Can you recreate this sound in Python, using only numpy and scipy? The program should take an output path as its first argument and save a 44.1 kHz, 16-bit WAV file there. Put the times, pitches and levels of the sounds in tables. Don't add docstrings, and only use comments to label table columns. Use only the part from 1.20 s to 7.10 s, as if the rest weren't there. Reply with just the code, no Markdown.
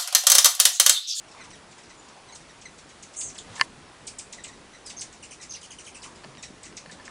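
import sys
import numpy as np
from scipy import signal
from scipy.fft import rfft, irfft, next_fast_len
from scipy.io import wavfile
from scipy.ndimage import uniform_filter1d

SR = 44100
rng = np.random.default_rng(int(sys.argv[2]) if len(sys.argv) > 2 else 0)


def unload_audio(sound):
    columns = np.transpose(np.atleast_2d(sound))
    steps = np.round(np.clip(columns, -1, 1) * 32767)
    wavfile.write(sys.argv[1], SR, steps.astype(np.int16))


def voltage_ratio(level):
    return 10 ** (np.asarray(level, float) / 20)


N = 260190
TOP_HZ = 10560


def along(points, hz):
    f, v = np.transpose(points)
    return np.interp(np.log(hz + 1), np.log(f + 1), v)


def curves(rows, t):
    s, *cols = np.transpose(rows)
    return [np.interp(t, s, c) for c in cols]


def filtered(x, response):
    m = next_fast_len(N + 8192)
    return irfft(rfft(x, m) * response(np.fft.rfftfreq(m, 1 / SR)), m)[..., :N]


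def noise(response, patchy_db):
    z = signal.stft(rng.standard_normal(N + 512), nperseg=512)[2]
    field = uniform_filter1d(rng.standard_normal(z.shape), 6, 0)
    field = uniform_filter1d(field, 10, 1)
    patchy = signal.istft(z * voltage_ratio(patchy_db * field / field.std()), nperseg=512)[1][:N]
    x = filtered(patchy, response)
    return x / x.std()


def add(bus, s, x):
    part = bus[round(s * SR):][:len(x)]
    part += x[:len(part)]


def clock(ms):
    return np.arange(round(ms * SR / 1000)) / SR


def strokes(rows):
    t = np.arange(N) / SR
    power = 0
    for s, db, fall in rows:
        away = np.maximum((t - s) / fall, (s - t) / (0.5 * fall))
        power = power + voltage_ratio(db - 20 * away) ** 2
    return np.sqrt(power)


# start in seconds, peak in dB, brightness in dB.
CLAW_TAPS = [(0.241, -46, 2), (0.313, -37.5, 8), (2.379, -31, -14), (2.612, -58, -23), (3.077, -46, 13),
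             (5.037, -42, -2), (5.042, -33, 2), (5.046, -34, 5), (5.151, -39, 13.5), (5.172, -36, 10),
             (5.526, -39.5, 3), (5.66, -34, -7), (5.692, -50, -21), (5.697, -35, -19), (5.702, -44, -12),
             (5.705, -41, -15), (5.72, -52, -10), (5.798, -38, -21), (5.806, -42, -23)]
# start in seconds, peak in dB, brightness in dB, ring as a ratio.
CLOSE_KNOCKS = [
    (2.397, -16.5, -15, .45),
    (2.4085, -22, -10, .6),
    (2.4117, -1.2, 0, .27),
    (2.4146, -16, -7, .6),
    (2.419, -16.5, -20, .5),
    (5.879, -21.5, -19, .21),
]
# pitch in Hz, level in dB, t60 in seconds, share of brightness 0-1.
BOARD_MODES = [(700, -15, 0.024, 0), (1060, -5.5, 0.069, 0.3), (1770, 1, 0.042, 0.1),
               (2050, -9, 0.074, 0.3), (2910, -1, 0.035, 0.86), (4460, -1.5, 0.0214, 0.46),
               (4710, -2, 0.021, 1), (6550, -9, 0.013, 1), (7800, -14, 0.016, 1), (9200, -12, 0.012, 0.8)]


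def claws():
    bus, t = np.zeros(N), clock(120)
    onset = np.sin(np.pi / 2 * np.minimum(t / .0007, 1)) ** 2
    taps = [(s, db, bright_db, 0.26 * np.exp(-0.06 * bright_db)) for s, db, bright_db in CLAW_TAPS]
    for s, db, bright_db, ring in taps + CLOSE_KNOCKS:
        modes = 0
        for hz, level, t60, share in BOARD_MODES:
            mode_db = level + share * bright_db + rng.normal(0, .4)
            modes = modes + voltage_ratio(mode_db - 60 * t / (ring * t60)) * np.sin(2 * np.pi * hz * t)
        add(bus, s, voltage_ratio(db - 1) * modes * onset)
    bus = signal.sosfilt(signal.butter(3, 620, "high", fs=SR, output="sos"), bus)
    return signal.lfilter(*signal.iirnotch(3680, 5, SR), bus)


# start in seconds, peak in dB, board pitch in Hz.
PAD_STEPS = [(2.3, -37, 101), (2.407, -40, 132), (2.576, -40, 148), (2.63, -47, 111), (4.965, -51, 513.5),
             (5.039, -43, 470), (5.046, -34, 627), (5.053, -43, 346), (5.059, -40, 197),
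             (5.086, -40, 139.2), (5.13, -48, 126), (5.19, -45, 195), (5.154, -40, 243), (5.533, -40, 344),
             (5.657, -40, 555), (5.722, -36, 553), (5.75, -41, 545), (5.676, -41, 168), (5.716, -45, 402),
             (5.728, -38, 183)]
# start in seconds, peak in dB, pitch in Hz, t60 in seconds.
FLAT_PAD = (5.3064, -28.5, 240, .016)


def pads():
    bus, t = np.zeros(N), clock(120)
    steps = [(s, db, hz, 13 / hz) for s, db, hz in PAD_STEPS]
    for s, db, hz, t60 in steps + [FLAT_PAD]:
        soft_onset = 1 - np.exp(-t * hz * 3)
        add(bus, s, voltage_ratio(db - 60 * t / t60) * np.sin(2 * np.pi * hz * t) * soft_onset)
    return bus


# frequency in Hz, level in dB.
DRAG_COLOUR = [(250, -39), (600, -5), (1000, 3), (1800, -10.5), (3500, -12.5), (8000, -22), (11000, -30)]
# peak time in seconds, peak in dB, seconds to fall 20 dB.
DRAG_STROKES = [
    (.15, -51.5, .15),
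    (.2, -50, 0.23),
    (.85, -57, 1.2),
    (2.36, -53, 0.23),
    (2.7, -61.5, 3.5),
    (3.5, -77, 0.47),
    (4.87, -58, 0.44),
    (5.04, -54, 0.065),
    (5.9, -54.5, 1.7),
]


def drags():
    rub = noise(lambda hz: voltage_ratio(along(DRAG_COLOUR, hz)), patchy_db=4)
    return voltage_ratio(3.5) * strokes(DRAG_STROKES) * rub


def puppy():
    return claws() + pads() + drags()


# frequency in Hz, level in dB.
BEAK_GAIN = [(1500, -10.5), (2500, -2), (4500, -4), (6500, 2), (9000, -1), (10200, -3), (11000, -18)]


def voice(pitch, partials_db, edge, flutter_db=3):
    phase = 2 * np.pi * np.cumsum(pitch) / SR
    knots = rng.standard_normal((4, 80))
    tone = 0
    for k, db in enumerate(partials_db, 1):
        flicker_db = flutter_db * np.interp(np.arange(len(pitch)) / SR * 500, np.arange(80), knots[k - 1])
        gain = voltage_ratio(db + along(BEAK_GAIN, k * pitch) + flicker_db) * (k * pitch < SR / 2)
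        tone = tone + gain * np.sin(k * phase)
    return np.sqrt(2) * tone * signal.windows.tukey(len(pitch), np.clip(edge, 0, 1))


# delay in ms, level in dB.
WALL_ECHOES = [(4.5, -8), (9, -11), (15, -13)]
# frequency in Hz, t60 in seconds.
YARD_DECAY = [(1500, 0.15), (4000, 0.17), (7000, 0.17), (10500, 0.25)]
# frequency in Hz, level in dB.
SCATTER_COLOUR = [(1500, -2), (3000, -1), (5500, 2), (9000, -1.5), (11000, -6.5)]


def in_yard(note, echo_db):
    hz, t, z = signal.stft(rng.standard_normal(SR // 6), SR, nperseg=128)
    decay_db = along(SCATTER_COLOUR, hz)[:, None] - 60 * t / along(YARD_DECAY, hz)[:, None]
    tail = signal.istft(z * voltage_ratio(decay_db), SR, nperseg=128)[1]
    answer = voltage_ratio(2.5) * tail / np.linalg.norm(tail)
    chances = rng.standard_normal((len(WALL_ECHOES), 34))
    for (ms, db), (shift, size, *rough) in zip(WALL_ECHOES, chances):
        blur = np.array(rough) / np.sqrt(32)
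        answer[round((ms + shift) * SR / 1000):][:32] += voltage_ratio(db + 2.5 * size) * blur
    answer *= voltage_ratio(echo_db)
    answer[0] += 1
    return signal.fftconvolve(note, answer)


# start in seconds, fall time in ms, level in dB.
OPEN_PERCH = [(0.239, 4.4, -59), (1.1498, 7.4, -50.5), (1.8265, 5.4, -52.5), (2.0056, 6.2, -44.5),
              (2.0953, 5.0, -53.5), (2.87, 6, -42), (2.9864, 6.5, -43.5), (3.1268, 3.8, -48),
              (3.2785, 2.8, -55.5), (3.663, 4.0, -49), (3.811, 5.1, -42), (4.644, 7.7, -56)]
FENCE_PERCH = [(0.5216, 3.3, -65), (0.5817, 2.3, -60), (0.6951, 4.4, -64), (0.884, 2.3, -64),
               (1.4128, 5.9, -56), (2.1487, 4.3, -57), (3.2396, 4.1, -49), (4.8284, 3.5, -53),
               (5.2271, 2.9, -45.5), (5.4325, 3.7, -51.5), (5.4522, 4, -54), (5.568, 4.0, -49.5),
               (5.852, 3.8, -55.5)]
HIDDEN_PERCH = [
    (1.6914, 4.2, -59.5),
    (2.3553, 4.5, -50),
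    (3.697, 4, -48.5),
    (3.928, 2.7, -57.5),
    (5.7127, 3.8, -54),
]
ROOF_PERCH = [
    (1.582, 3.3, -67.5),
    (1.934, 5, -64.5),
    (4.2125, 4.9, -60.5),
    (4.2256, 5.5, -58.5),
    (4.4104, 6.7, -69),
]
# overtones in dB, echo in dB.
PERCH_SOUND = [
    (4, -3.5),
    (-5.5, 2.4),
    (-3.5, 2),
    (1, 8),
]


def chips():
    bus, t = np.zeros(N), clock(15.8)
    perches = (OPEN_PERCH, FENCE_PERCH, HIDDEN_PERCH, ROOF_PERCH)
    for rows, (perch_db, echo_db) in zip(perches, PERCH_SOUND):
        for s, fall_ms, db in rows:
            over_db = perch_db - 0.35 * (fall_ms - 6.2)
            pitch = 1850 + 6800 * np.exp(-(1000 * t / (fall_ms + 1.7)) ** 1.7)
            note = voice(pitch, [0, over_db - 5, over_db - 8, over_db - 11], edge=.13)
            note = note * voltage_ratio(db + 5.5 - 330 * t)
            add(bus, s - .0022, in_yard(note, echo_db + .3))
    return bus


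# start in seconds, start pitch in Hz, level in dB.
NEAR_CHATTER = [
    (0.348, 3550, -61),
    (4.025, 3110, -47.5),
    (4.107, 3250, -48),
    (4.4278, 3380, -49),
    (4.504, 3400, -48),
    (4.583, 3230, -48.5),
    (4.6623, 3420, -47.5),
    (4.745, 3140, -48.5),
    (4.834, 3280, -48.5),
]
# start in seconds, start pitch in Hz, level in dB.
DISTANT_CHATTER = [
    (0.08, 3040, -64.5),
    (0.111, 2890, -59.5),
    (0.243, 2930, -59.5),
    (0.302, 3290, -59),
    (0.5108, 2590, -58),
    (0.631, 2990, -62),
    (0.7034, 3421, -83),
    (1.2026, 3150, -62.5),
    (4.9535, 2750, -61),
]
# start in seconds, start pitch in Hz, level in dB, overtones in dB.
NASAL_NOTES = [(0.2084, 2110, -46.5, -0.5), (0.3298, 1994, -46, 1), (0.7002, 2084, -50.5, 3),
               (1.0824, 2090, -52.5, 7), (1.121, 2250, -55.5, 12.5), (1.292, 1984, -53, 3.5),
               (1.4532, 2107, -40.5, -1), (3.1798, 2024, -44.5, -6), (3.197, 2020, -53, 3),
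               (3.259, 2260, -53, 1), (3.286, 2000, -48, -8), (3.3255, 2050, -51, 1),
               (3.5325, 2030, -47.5, -3), (3.5462, 2060, -49.5, -0.5), (4.197, 2050, -50, 1),
               (4.215, 1950, -49, -5), (4.238, 2110, -54, -1), (5.177, 1950, -52, 5.5),
               (5.187, 1925, -56, 4)]
# note in ms, end pitch over start, 2nd partial in dB, 3rd in dB, far wall in dB.
CALLER_VOICES = [
    (18, .63, -3, 1.2, -4),
    (18, 0.56, 6, 3, -11),
    (20, .91, -6.5, -8, -42),
]
CALLER_ECHO = [
    -5,
    -5,
    -8,
]


def calls():
    bus = np.zeros(N)
    callers = (NEAR_CHATTER, DISTANT_CHATTER, NASAL_NOTES)
    for rows, caller, echo_db in zip(callers, CALLER_VOICES, CALLER_ECHO):
        ms, drop, second_db, third_db, again_db = caller
        t = clock(ms + 3.3)
        for s, start_hz, db, *over_db in rows:
            upper_db = np.array([second_db - 1.0, third_db - 4.0, third_db - 9.5]) + sum(over_db)
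            pitch = start_hz * (1 - (1 - drop) * (1000 * t / ms) ** 1.5)
            note = voice(pitch, [0, *upper_db], edge=0.51) * voltage_ratio(2.0 - 130 * t)
            add(bus, s - .001, voltage_ratio(db) * in_yard(note, echo_db))
            add(bus, s + 0.016, voltage_ratio(db + again_db) * in_yard(note, echo_db))
    return bus


# start in seconds, start pitch in Hz, goal pitch in Hz, length in ms, level in dB.
GLIDES = [(.777, 6900, 7100, 37, -61), (.82, 7130, 6768, 43, -70), (1.795, 5000, 9170, 9.5, -63),
          (2.178, 5921, 1255, 14, -40.5), (2.181, 10200, 2300, 9.7, -41.5), (3.65, 5672, 4709, 59, -50),
          (4.346, 2805, 2650, 7.6, -42), (4.351, 2750, 5950, 18, -45), (4.414, 5600, 700, 9.2, -51),
          (4.819, 5600, 1500, 7.8, -48.5), (4.361, 2780, 1380, 16, -48.5)]
# start in seconds, start pitch in Hz, length in ms, level in dB.
SCOOPS = [
    (3.766, 5860, 8.1, -50),
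    (3.778, 5050, 12, -44),
    (3.793, 3420, 8.5, -39),
    (3.807, 2685, 10, -44),
    (3.821, 3930, 17, -59.5),
    (4.295, 6180, 8, -41.5),
    (4.307, 3900, 8.7, -38.5),
    (4.321, 2880, 3, -38),
    (4.335, 2380, 8.4, -39),
]


def whistles():
    bus = np.zeros(N)
    slow = [(*row, 13) for row in GLIDES]
    fast = [(s, hz, 6500, ms, db, 2.5) for s, hz, ms, db in SCOOPS]
    for s, start_hz, goal_hz, ms, db, glide_ms in slow + fast:
        pitch = goal_hz + (start_hz - goal_hz) * np.exp(-1000 * clock(ms) / glide_ms)
        note = voice(pitch, [0, -7], edge=.25)
        add(bus, s, voltage_ratio(db) * in_yard(note, echo_db=-5))
    return bus


# time in seconds, centre pitch in Hz, level in dB.
TRILL_PATH = [
    (1.958, 7810, -50),
    (1.964, 7800, -41),
    (1.995, 7863, -32),
    (2.015, 7800, -33.5),
    (2.045, 7530, -35),
    (2.075, 7180, -43),
    (2.09, 6500, -37),
    (2.1, 6100, -60),
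]


def trill():
    bus = np.zeros(N)
    start_s, end_s = TRILL_PATH[0][0], TRILL_PATH[-1][0]
    t = start_s + clock(1000 * (end_s - start_s))
    centre, db = curves(TRILL_PATH, t)
    warble = np.cos(2 * np.pi * 107.9 * (t - 2.0025))
    pitch = centre + .56 * (centre - 5300) * warble
    level = voltage_ratio(db - 4.0 - 1.1 * warble + 2.5 * warble ** 2)
    note = voice(pitch, [0], edge=0.051, flutter_db=3.2) * level
    add(bus, start_s, in_yard(note, echo_db=-7))
    return bus


def birds():
    return chips() + calls() + whistles() + trill()


# frequency in Hz, density in dB per Hz.
HUSH_COLOUR = [(13, -37), (22, -4), (258, 0), (548, -3), (1670, -7.5), (7510, -16), (9990, -18.5),
               (10800, -22.5)]
# time in seconds, level in dB.
RUMBLE_LEVEL = [(0.0, -57), (0.34, -55.5), (1.08, -56.5), (1.63, -54.5), (1.89, -57), (2.25, -50.5),
                (2.7, -55), (3.32, -53), (3.6, -54), (3.84, -52.5), (4.5, -56), (4.7, -56.5), (4.99, -52),
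                (5.27, -52), (5.9, -54.5)]
# peak time in seconds, peak in dB,
# seconds to rise 20 dB as a negative number.
HISS_SWELLS = [
    (2.04, -57, -2),
    (2.35, -47.5, -0.3),
    (3.84, -56, -0.4),
    (5.1, -57, -0.5),
]


def hush():
    rumble_db, = curves(RUMBLE_LEVEL, np.arange(N) / SR)
    colour = lambda hz: voltage_ratio(along(HUSH_COLOUR, hz))
    low = lambda hz: 1 / (1 + (hz / 500) ** 4)
    rumble = noise(lambda hz: colour(hz) * np.sqrt(low(hz)), patchy_db=1.5)
    hiss = noise(lambda hz: colour(hz) * np.sqrt(1 - low(hz)) * (hz < TOP_HZ), patchy_db=0.88)
    return voltage_ratio(rumble_db) * rumble + np.hypot(voltage_ratio(-52.5), strokes(HISS_SWELLS)) * hiss


def scene():
    return np.tile(puppy() + birds() + hush(), (2, 1))


def roll_off(x):
    return signal.sosfilt(signal.butter(12, 11110, fs=SR, output="sos"), x)


# start in seconds, end in seconds, side in dB under mid.
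PARTED = [
    (1.96, 2.05, -21),
    (2.35, 2.46, -22),
    (2.85, 2.91, -18),
    (4.31, 4.38, -18),
]


def record(dry):
    fizz, length = np.zeros(N), len(clock(92))
    add(fizz, 2.37, voltage_ratio(-43.5) * signal.windows.tukey(length, .4) * rng.standard_normal(length))
    x = .98 * (dry[0] + fizz)
    rounded = x / (1 + np.abs(x / .9) ** 8) ** (1 / 8)
    mid = filtered(rounded, lambda hz: hz < TOP_HZ)
    hz, t, z = signal.stft(mid, SR, nperseg=512)
    band = (hz > 3500) & (hz < 7000)
    loud = np.linalg.norm(z[band], axis=0) > voltage_ratio(-42)
    gate = voltage_ratio(-28) * np.outer(band, loud)
    parted = sum(voltage_ratio(db) * ((t > start) & (t < end)) for start, end, db in PARTED)
    gate = np.maximum(gate, parted)
    scramble = np.exp(2j * np.pi * rng.random(z.shape))
    side = signal.istft(z * gate * (.9 * scramble - .45), SR, nperseg=512)[1][:N]
    return roll_off(np.array([mid + side, mid - side]))


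dry = scene()
out = record(dry)
unload_audio(out)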